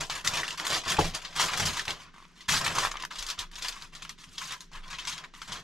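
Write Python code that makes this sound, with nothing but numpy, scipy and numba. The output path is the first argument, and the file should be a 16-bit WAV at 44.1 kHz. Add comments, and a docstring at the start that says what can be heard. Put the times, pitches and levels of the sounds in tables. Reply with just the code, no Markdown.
"""Aluminium foil is pressed over a baking pan and crimped round its rim, an arm's length from the microphone.
Creases snap as damped sines, singly and in dense swarms, with a short noise-like shimmer of the sheet after them.
The pan's rim rings in a few dull modes as it knocks on the worktop, and rubbing stirs filtered noise in both.
The place is a small kitchen: close shelves and walls return a short tail, and under it all lie a low
wandering rumble and a faint steady room hum, both of filtered noise."""
import sys
import numpy as np
from scipy import signal
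from scipy.fft import rfft, irfft, next_fast_len
from scipy.io import wavfile
from numba import njit

SR = 44100
rng = np.random.default_rng(int(sys.argv[2]) if len(sys.argv) > 2 else 0)


def unload_wav(signal):
    """Save mono or channel-first audio to the path in sys.argv[1] as 16-bit WAV at rate SR, clipped to [-1, 1]."""
    wavfile.write(
        sys.argv[1],
        SR,
        np.round(np.clip(np.atleast_2d(signal).T, -1, 1) * 32767).astype(np.int16),
    )


N = 248283
TIME = np.arange(N) / SR  # seconds

# a hand presses the sheet down on the pan: (start [s], length [s], crackle level [dB],
# wide panels over crackle [dB], fine creases over crackle [dB], worktop level [dB], pan level [dB])
PRESSES = [(0, 0.01, -33.5, 0.5, -2, -41.5, -40), (0.092, 0.093, -42.5, 3.5, -5, -54.5, -52.5),
           (0.239, 0.092, -41.5, 4.5, -7, -46.5, -49), (0.326, 0.074, -37, 1, -7, -46.5, -43.5),
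           (0.404, 0.13, -47, 2.5, -3.5, -54.5, -55), (0.588, 0.15, -44.5, 5.5, -9, -55, -47),
           (0.691, 0.082, -33.5, -2, -7, -45.5, -39.5), (0.856, 0.09, -41, 5.5, -5, -42.5, -44),
           (0.977, 0.035, -37.5, 3, -11, -33, -30), (1.024, 0.05, -41.5, 0, -2.5, -41, -52),
           (1.1, 0.054, -54.5, 4, -11, -53, -62), (1.131, .04, -41, 0, -11, -60, -48),
           (1.22, 0.2, -56, 4, -5, -63, -58), (1.35, 0.077, -38, 3.5, -4.5, -47.5, -51),
           (1.401, 0.059, -36, 0.5, -0.5, -47, -41), (1.508, 0.11, -41.5, 1.5, -4, -46, -44.5),
           (1.608, 0.035, -39.5, 4, -3, -34, -41.5), (1.66, 0.048, -37.5, 3, -8.5, -39, -45.5),
           (1.73, 0.085, -43, 2.5, -6, -56, -52), (1.868, 0.042, -43, 6.5, -8, -45.5, -44.5),
           (1.954, 0.084, -57, 5, -7, -59, -63), (2.052, 0.035, -68.5, 13, -13, -63, -74),
           (2.13, 0.12, -67, 9, -1.5, -70, -79.5), (2.272, 0.094, -76.5, 10, 0.5, -75.5, -76),
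           (2.352, 0.11, -61.5, 2, -7, -74, -75), (2.481, .05, -33, 4, -1.5, -36, -49),
           (2.524, 0.049, -32, 0, -2, -37.5, -46.5), (2.596, 0.13, -44, 8, -3.5, -43, -43),
           (2.743, 0.11, -38.5, 7, -2, -44.5, -42), (2.914, 0.11, -56, 7, -11, -67, -60.5),
           (3.02, 0.012, -66, 3, -7, -58, -58), (3.101, 0.18, -50, 0, -8, -67, -59.5),
           (3.272, 0.048, -45, 1.5, -9, -68, -58), (3.373, 0.045, -47, 5, -15, -52.5, -57.5),
           (3.522, 0.08, -54, 1.5, -5, -60, -65), (3.608, 0.087, -43.5, -0.5, -11, -72, -54.5),
           (3.731, 0.12, -56.5, 3, -4.5, -62, -69), (3.919, 0.11, -59, 3, -7, -62, -66),
           (4.025, 0.084, -58.5, 1, -12, -60, -71), (4.176, .06, -56.5, -2, -4, -66, -76),
           (4.265, 0.034, -63, -1, -6, -58, -74), (4.31, 0.05, -56, -5, -2.5, -65, -74),
           (4.37, 0.13, -47, -0.5, -5, -60.5, -65), (4.495, 0.041, -46, 5, -4.5, -58, -57.5),
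           (4.598, 0.02, -56, 1.5, -2, -70, -71), (4.719, 0.057, -55.5, 8.5, -5.5, -56, -63.5),
           (4.824, 0.22, -57, 5, -8.5, -60.5, -64), (5.056, 0.077, -47, 0, -6, -54.5, -63),
           (5.156, 0.091, -60, 10, -7, -62, -60.5), (5.332, .13, -60, 4, -1, -64.5, -79),
           (5.47, .12, -50, 3.5, -8.5, -53.5, -56.5)]
# a fold gives way and the sheet shimmers: (time [s], nominal peak [dB], tint pitch [Hz],
# wide panels over creases [dB], fine creases over creases [dB], t60 [s])
FOLDS = [(0.0987, -14, 1577, -1.5, -7, 0.1), (0.1555, -30.5, 1750, 0, -12, 0.18),
         (0.2466, -21, 1740, 0, 3, 0.09), (0.2596, -22, 1800, -8.5, -8, 0.076),
         (0.2723, -19.5, 1740, -3, 8.5, 0.083), (0.3366, -19, 3000, -13, -10, 0.12),
         (0.3701, -14.5, 1030, 0, -7, 0.16), (0.4319, -26.5, 1900, 8, -12, 0.17),
         (0.4794, -18.5, 3300, -1, -5, 0.069), (0.5042, -21, 2810, -7, 1, 0.035),
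         (0.574, -20.5, 1610, -1.5, -5.5, 0.19), (0.595, -31, 4640, -20, 7, 0.073),
         (0.6488, -26, 1510, 9, 6.5, 0.14), (0.6666, -23, 1115, 0, 8.5, 0.095),
         (0.7043, -34, 3060, 0, -14, 0.064), (0.835, -26.5, 927, 2, -11, 0.18),
         (0.8505, -27.5, 2680, 2, -6, 0.15), (0.8782, -14.5, 1736, -3.5, -6.5, 0.2),
         (0.8974, -15, 3280, -5, 1.5, 0.1), (0.9173, -7.5, 1050, -3, -2.5, 0.055),
         (0.9667, -13.5, 2700, 4, -6, 0.043), (0.9892, -16.5, 1036, 1, -2.5, 0.19),
         (1.0445, -22, 1050, 2, -8, 0.16), (1.1463, -16, 4330, -4, -3.5, 0.11),
         (1.217, -26, 4950, -3, -9, 0.12), (1.2475, -18.5, 4100, -2, -21, 0.12),
         (1.3259, -30.5, 1240, 2, -14, 0.16), (1.3603, -30, 1410, 9, -18, 0.063),
         (1.3663, -39, 2870, 0, -13, 0.09), (1.3954, -13.5, 1028, 5.5, 1.5, 0.26),
         (1.4825, -20.5, 1400, 5, -17, 0.27), (1.5356, -17.5, 1530, 9, -2, 0.059),
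         (1.5733, -15, 1760, 1.5, 0, 0.12), (1.5958, -19, 940, 8, 3, 0.11),
         (1.6536, -13, 4680, -4, 2.5, 0.19), (1.731, -20, 4000, -11, -8, 0.09),
         (1.769, -19.5, 1760, 4.5, -3.5, 0.12), (1.7937, -12, 1820, -13, -14, 0.056),
         (1.852, -24, 4850, 3, -4, 0.078), (1.8784, -25, 2600, 10, -1, 0.09),
         (1.906, -17.5, 2960, -9, -13, 0.14), (2.1405, -54, 1010, 6, -4, 0.09),
         (2.1809, -48, 1060, 8, -1, 0.098), (2.4059, -28, 3340, -10, -10.5, 0.09),
         (2.4865, -11.5, 3490, 2.5, -6, 0.13), (2.6115, -14.5, 1110, -2, -5, 0.05),
         (2.6437, -15.5, 1035, -12, -4.5, 0.14), (2.66, -13, 3520, 9, -5, 0.068),
         (2.6763, -16, 1220, 7, -10, 0.038), (2.711, -26, 975, 6, -1, 0.16),
         (2.7511, -23, 1210, -7, 4, 0.098), (2.7836, -9, 1057, -2, -8, 0.11),
         (2.848, -17, 1045, 6, -4, 0.15), (2.9133, -23, 1280, 4, -2, 0.064),
         (2.9414, -38, 1260, 15, -10, 0.046), (2.9547, -40, 1030, 19, -13, 0.066),
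         (2.9685, -32, 2940, 8, -19, 0.06), (2.9977, -22.5, 1280, -2, -13, 0.1),
         (3.0215, -23.5, 4830, -1, -7, 0.051), (3.036, -24, 3620, 11, -12, 0.03),
         (3.05, -27, 1010, 10, -24, 0.03), (3.1066, -26, 1530, 4, -11, 0.13),
         (3.1547, -23, 2970, -2, -5, 0.09), (3.1837, -19.5, 4520, -11.5, -4.5, 0.19),
         (3.224, -16, 3160, -5.5, -5, 0.067), (3.265, -25, 3170, -12, 4, 0.069),
         (3.286, -19, 5200, -23, -1, 0.083), (3.3002, -11, 2740, -10, -8, 0.065),
         (3.3887, -15.5, 4870, -17, -2.5, 0.12), (3.5132, -37.5, 3700, 4, -1, 0.077),
         (3.5547, -23, 2750, -10, -5.5, 0.09), (3.582, -24, 3450, -3, -6, 0.085),
         (3.6218, -15, 3280, -18, -8.5, 0.11), (3.6454, -18, 1380, -4, -7, 0.2),
         (3.683, -18.5, 2830, -17, 4.5, 0.058), (3.7229, -24, 2840, -4, -12, 0.11),
         (3.7643, -37, 1020, 11, -6, 0.12), (3.821, -32, 1017, 5, -1.5, 0.12),
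         (3.935, -45, 2460, -16, -8, 0.09), (3.9494, -26.5, 5430, -17, -7, 0.14),
         (4.021, -24.5, 3440, -3, -7.5, 0.12), (4.0487, -31.5, 3030, 7.5, -12, 0.05),
         (4.0926, -23, 3930, -2, -6, 0.1), (4.2363, -36, 1920, 3, -1, 0.12),
         (4.38, -14.5, 3060, -10, -8, 0.061), (4.414, -24.5, 2920, 0.5, -3, 0.27),
         (4.5202, -19, 2430, 2, -0.5, 0.056), (4.6059, -31, 3620, -8, 1.5, 0.075),
         (4.715, -42.5, 1060, -1, -4, 0.098), (4.7311, -30, 2850, -9, -15, 0.08),
         (4.757, -34, 1090, 8, -9, 0.075), (4.8344, -42, 1130, 14, -13, 0.051),
         (4.9017, -27.5, 1030, 4, -3.5, 0.18), (4.9283, -21, 1140, -0.5, -21, 0.14),
         (4.9838, -20.5, 3280, -3, -14, 0.21), (5.049, -30, 4100, 4, -9, 0.073),
         (5.0719, -14.5, 2720, -5, -6, 0.19), (5.1253, -23.5, 2900, -1.5, -13, 0.2),
         (5.1784, -22.5, 1340, 3, -8, 0.055), (5.238, -34, 1780, 6, -10, 0.068),
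         (5.244, -33.5, 1030, 7, -19, 0.052), (5.3397, -39.5, 1910, 11, -5, 0.064),
         (5.416, -25, 1254, 2.5, -3.5, 0.097), (5.4774, -26.5, 1057, -0.5, -10, 0.19),
         (5.5194, -19.5, 1080, -5, -8, 0.19)]
# lone creases that pop: (time [s], nominal peak [dB], pitch [Hz], crack over ring, nominal [dB])
POPS = [(.098, -20, 860, 5), (.2753, -11, 1960, 1), (.4327, -17, 1870, -10), (.4797, -22, 2730, 1),
        (.4881, -24, 1850, 2), (.5068, -21, 2800, 0), (.5987, -19, 1980, 0), (.6676, -18, 3470, 6),
        (1.3975, -13, 1010, -2), (1.5352, -18, 1590, 0), (1.7947, -16, 1790, 1), (1.8542, -28, 4820, 3),
        (1.8805, -19, 2650, -1), (1.9058, -18, 3230, -1), (2.1413, -40, 1100, -4), (2.162, -39, 1100, -3),
        (2.1817, -40, 1140, -5), (2.2022, -40, 1140, -3), (2.2251, -39, 1100, -3), (2.2522, -39, 1140, 0),
        (2.7839, -11, 1100, -6), (2.8497, -12, 1060, -8), (2.8712, -17, 1100, -4), (2.9152, -23, 1210, 1),
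        (2.9411, -28, 1120, -9), (2.9554, -25, 1140, -6), (2.9698, -26, 3100, 0), (3.0244, -26, 5040, 5),
        (3.0506, -20, 1490, 8), (3.2656, -27, 6610, 4), (3.2868, -23, 5300, 4), (3.5143, -41, 1770, 2),
        (3.6837, -19, 4740, 2), (3.8225, -30, 4240, 4), (3.9372, -38, 2560, 0), (4.0239, -31, 1340, 4),
        (4.0503, -32, 2990, 6), (4.0935, -26, 5860, 5), (4.2411, -34, 3190, -1), (4.6066, -33, 6550, 5),
        (4.7164, -43, 990, 0), (4.822, -44, 1080, -1), (4.8801, -35, 4310, 5), (5.0523, -28, 5900, 3),
        (5.2401, -32, 1740, -4), (5.3384, -37, 1080, -1), (5.3498, -35, 1960, -1), (5.4183, -26, 1310, -1)]
# colour of the foil: (frequency [Hz], relative level [dB])
FOIL = [(290, -70), (500, -30.5), (748, -18), (997, 1), (1270, -1.5), (1450, -2.5), (2330, 7), (3380, 16.5),
        (4770, 12.5), (7340, 3.5), (8240, -1), (12000, -7.5), (15500, -27)]
# the pan knocks on the worktop: (time [s], blow level [dB])
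KNOCKS = [(.9876, -7), (1.045, -30), (1.598, -24), (1.885, -34)]
# modes of the pan's rim: (frequency [Hz], relative level [dB], t60 [s])
RIM = [(1120, -8, .03), (850, 0, .04), (620, -12, .04), (431, -9, .07), (312, -15, .09), (161, -14, .14),
       (92, -16, .2)]
# broad resonances of the pan: (frequency [Hz], relative level [dB])
PAN = [(180, -26.5), (260, -5.5), (320, 2.5), (350, 0.5), (430, 1.5), (540, 1), (620, 3.5), (800, 4.5),
       (1200, -44.5)]
# broad resonances of the worktop: (frequency [Hz], relative level [dB])
WORKTOP = [(40, -9), (70, -4), (92, 1), (125, -3.5), (163, 3.5), (200, -5.5), (260, -10), (400, -52.5)]
# colour of what shelves and walls send back: (frequency [Hz], gain [dB])
WALLS = [(200, -14), (1000, -5), (3000, 0), (8000, 0), (13000, 7)]
# course of the low rumble: (time [s], level [dB])
RUMBLE = [(0.0, -47.5), (0.45, -53), (0.55, -57), (0.99, -55), (1.03, -28), (1.19, -54), (1.77, -50.5),
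          (2.45, -66), (2.6, -39), (2.63, -59), (2.87, -42), (3.15, -63), (3.21, -36), (3.36, -63),
          (3.43, -47), (4.61, -62.5), (4.78, -40), (5.2, -61.5), (5.55, -51), (5.63, -66)]
# colour of the room hum: (frequency [Hz], relative level [dB])
ROOM = [(45, -2), (62, -45), (120, -18), (160, 6.5), (230, -4.5), (400, -7.5), (700, -32), (1500, -13.5),
        (6000, -22.5), (14000, -63)]
# phase between the microphone's two ports: (frequency [Hz], lead of the left port [rad])
PORT_LEAD = [(0, 0), (520, -.4), (1290, -.4), (3100, -.6), (4910, -.4), (7240, -.3), (10900, -.2),
             (15200, .1)]

PRESS_ATTACK_S = 0.012
SHEET_RELEASE_DB_S, BODY_RELEASE_DB_S = 345.5, 259  # fall after a press, dB per second
CONTACT_PAN_DB, FOLD_PAN_DB, POP_PAN_DB = 0.61, 2, 0.2  # left minus right
FOLD_CREST_DB = 17.5  # peak over rms
SCATTER_DB, BIGGEST_DB = 2.5, 9  # mean of the random boost to a buckle, and its ceiling
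WALLS_T60_S, WALLS_DB = 0.1, -5.5
ROOM_DB = -60.5
TOP_HZ = 15650
OPPOSITE = np.array([[1], [-1]])  # signs of a side signal at left and right


def undb(db):
    """Amplitude factor of a level in dB."""
    return 10 ** (np.asarray(db) / 20)


def unit(x):
    """Scale to an rms of 1."""
    return x / np.sqrt(np.mean(x ** 2))


def sides(pan_db):
    """Left and right gains whose levels differ by pan_db."""
    return undb(np.array([[pan_db], [-pan_db]]) / 2)


def colour(x, points):
    """Zero-phase filter through (frequency [Hz], gain [dB]) points, on a log frequency axis."""
    hz, db = np.transpose(points)
    size = next_fast_len(N + 8192)
    f = np.maximum(np.arange(size // 2 + 1) * SR / size, 1)
    gain = undb(np.interp(np.log(f), np.log(hz), db))
    return irfft(rfft(x, size) * gain, size)[..., :N]


def crackle():
    """The swarm of buckling creases follows the presses of the hands."""
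    db, panel_db, fine_db = np.transpose(PRESSES)[2:5]
    parts = swarm(per_s=3000, cycles=1.54, shimmer_db=1.0, shimmer_t60=0.06)
    return sum(pressing(db + extra, SHEET_RELEASE_DB_S) * part
               for extra, part in zip((panel_db, 0, fine_db), parts))


def folds(tint_db=-6, tint_hz=400):
    """A run of buckles, strongest near the pitch of the fold, flares up and dies away."""
    run = swarm(per_s=5000, cycles=4.4, shimmer_db=1.0, shimmer_t60=0.075)
    # slow noise spreads the tint tint_hz to either side of its pitch
    low_pass = signal.butter(2, tint_hz, fs=SR, output="sos")
    waver = unit(signal.sosfilt(low_pass, rng.standard_normal(N)))
    out = np.zeros((2, N))
    for s, db, hz, panel_db, fine_db, t60 in FOLDS:
        i = int(s * SR)
        t = TIME[:min(SR // 3, N - i)]
        span = slice(i, i + len(t))
        broad = undb([panel_db, 0, fine_db]) @ run[:, span]
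        tint = undb(tint_db) * waver[span] * np.sin(2 * np.pi * hz * t)
        rise = 1 - np.exp(-t / .001)
        shape = rise * undb(db - FOLD_CREST_DB - 60 * t / max(t60, .01))
        out[:, span] += sides(FOLD_PAN_DB) * shape * (broad + tint)
    return out


def pops(ring_t60=.014, crack_t60=.012, rise_s=.0002):
    """A facet flips over: a few cycles at its own pitch and a broad crack, sharing the peak."""
    hiss = unit(colour(rng.standard_normal(N), FOIL))
    out, t = np.zeros((2, N)), TIME[:SR // 30]
    rise = 1 - np.exp(-t / rise_s)
    for s, db, hz, crack_db in POPS:
        i, crack = int(s * SR), undb(crack_db)
        span = slice(i, i + len(t))
        ring = 1.2 * undb(-60 * t / ring_t60) * np.sin(2 * np.pi * hz * t)
        # a weak crack on a wide, low facet is also a dull one
        dull = signal.butter(2, min(4 * hz * crack, 15000), fs=SR, output="sos")
        burst = .7 * crack * undb(-60 * t / crack_t60) * signal.sosfilt(dull, hiss[span])
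        snap = rise * (ring + burst) / np.hypot(1, crack)
        out[:, span] += sides(POP_PAN_DB) * undb(db) * snap
    return out


def swarm(per_s, cycles, shimmer_db, shimmer_t60):
    """Tiny sharp buckles, each with its own pitch and ring, some bigger than the rest; the sheet shimmers on."""
    when, pitch, big, ring = rng.random((int(8000 * N / SR), 4)).T
    on = np.arange(len(when)) < per_s * N / SR  # keeps per_s buckles a second
    hz = 700 * 20 ** pitch
    t60 = cycles * 3 ** ring / hz
    boost_db = np.minimum(-SCATTER_DB * np.log(1 - big), BIGGEST_DB)
    size = on * undb(boost_db) * hz
    buckles = unit(rings((when * N).astype(np.int64), hz, t60, size, N))
    shimmer = tails(buckles, shimmer_t60, channels=1)[0]
    sound = buckles + undb(shimmer_db) * shimmer
    return np.array(bands(colour(sound, FOIL)))


@njit
def rings(start, hz, t60, size, count):
    """Damped sines: one for each (sample, pitch, decay, size)."""
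    out = np.zeros(count)
    for k in range(len(start)):
        # one sample's turn and decay of a spinning phasor
        step = np.exp(2j * np.pi * hz[k] / SR - np.log(1000) / (t60[k] * SR))
        z = size[k] + 0j
        for i in range(start[k], min(count, start[k] + int(t60[k] * SR))):
            z *= step
            out[i] += z.imag
    return out


def bands(x, low_hz=1550, high_hz=6800):
    """Wide-panel, crease and fine-crease parts of a sound, low to high, each of rms 1."""
    edges = [(low_hz, "low"), ([low_hz, high_hz], "band"), (high_hz, "high")]
    filters = [signal.butter(4, hz, kind, fs=SR, output="sos") for hz, kind in edges]
    return [unit(signal.sosfilt(sos, x)) for sos in filters]


def pressing(db, release_db_s):
    """Every press rises, holds for its length and lets go; the powers of the presses add."""
    power = 0
    for (s, length, *_), top in zip(PRESSES, db):
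        t = TIME - s
        rise = np.clip(t / PRESS_ATTACK_S, 0, 1)
        fall = undb(top - release_db_s * np.maximum(t - length, 0))
        power = power + (rise * fall) ** 2
    return np.sqrt(power)


def knocks(contact_s=.0008):
    """Each blow rings the short, dull modes of the pan's rim; the low ones stay longest."""
    out, t = np.zeros(N + SR), TIME[:SR // 3]
    hz, mode_db, t60 = np.transpose(RIM)[:, :, None]
    modes = undb(mode_db - 60 * t / t60) * np.sin(2 * np.pi * hz * t)
    ring = (1 - np.exp(-t / contact_s)) * np.sum(modes, axis=0)
    for s, db in KNOCKS:
        i = int(s * SR)
        out[i:i + len(t)] += undb(db) * ring
    return out[:N]


def scuff(apart=0.22):
    """Rough rubbing contact shakes the worktop and the pan in their broad resonances."""
    out = 0
    for db, body in zip(np.transpose(PRESSES)[5:], (WORKTOP, PAN)):
        mid, side = unit(colour(rng.standard_normal((2, N)), body))
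        out = out + pressing(db, BODY_RELEASE_DB_S) * (mid + apart * side * OPPOSITE)
    return out


def walls(direct):
    """Close shelves and walls send back a short tail, different at each side and thin in the bass."""
    return undb(WALLS_DB) * colour(tails(direct, WALLS_T60_S, channels=2), WALLS)


def tails(x, t60, channels, hop=768, size=8192):
    """Dense noise decays, a fresh one for each short stretch: each moment comes from another spot of the sheet."""
    t = TIME[:size - 2 * hop]
    decay = undb(-60 * t / t60)
    padded = np.pad(np.atleast_2d(x), ((0, 0), (hop, 2 * hop)))
    stretches = np.lib.stride_tricks.sliding_window_view(padded, 2 * hop, axis=1)[:, ::hop]
    parts = stretches * np.hanning(2 * hop)  # overlapping by half
    noise = rng.standard_normal((channels, parts.shape[1], len(t)))
    echo = noise * decay / np.sqrt(np.sum(decay ** 2))
    wet = irfft(rfft(parts, size) * rfft(echo, size), size)
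    out = np.zeros((channels, N + 2 * size))
    for k in range(parts.shape[1]):
        out[:, k * hop:k * hop + size] += wet[:, k]
    return out[:, hop:hop + N]


def rumble():
    """Narrow noise at the bottom of hearing, its level wandering."""
    s, db = np.transpose(RUMBLE)
    points = [(10, -19.5), (21, 24.5), (36, 6.5), (55, -40), (70, -72)]
    low, side = colour(rng.standard_normal((2, N)), points)
    low, side = unit(low), unit(side)
    # dividing by the envelope evens the strength while the pitch wanders
    envelope = np.abs(signal.hilbert(low, next_fast_len(N))[:N])
    even = unit(low / (envelope + .3))
    return undb(np.interp(TIME, s, db)) * unit(even + .12 * side * OPPOSITE)


def room_hum():
    """Steady coloured noise of the room, a little different at each side."""
    mid, side = colour(rng.standard_normal((2, N)), ROOM)
    return undb(ROOM_DB) * unit(mid + .4 * side * OPPOSITE)


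def scene():
    """Foil and pan close by, their return from the walls, and the background."""
    contact = sides(CONTACT_PAN_DB) * (crackle() + knocks() + scuff())
    direct = contact + folds() + pops()
    return direct + walls(direct) + rumble() + room_hum()


def record(dry):
    """The microphone's two ports differ a little in phase; the top is cut."""
    hz, lead = np.transpose(PORT_LEAD)
    size = next_fast_len(N + 8192)
    turn = np.exp(1j * np.interp(np.arange(size // 2 + 1) * SR / size, hz, lead))
    left = irfft(rfft(dry[0], size) * turn, size)[:N]
    ports = np.array([left, dry[1]])
    return signal.sosfilt(signal.ellip(12, 1, 60, TOP_HZ, fs=SR, output="sos"), ports)


dry = scene()
out = record(dry)
unload_wav(out)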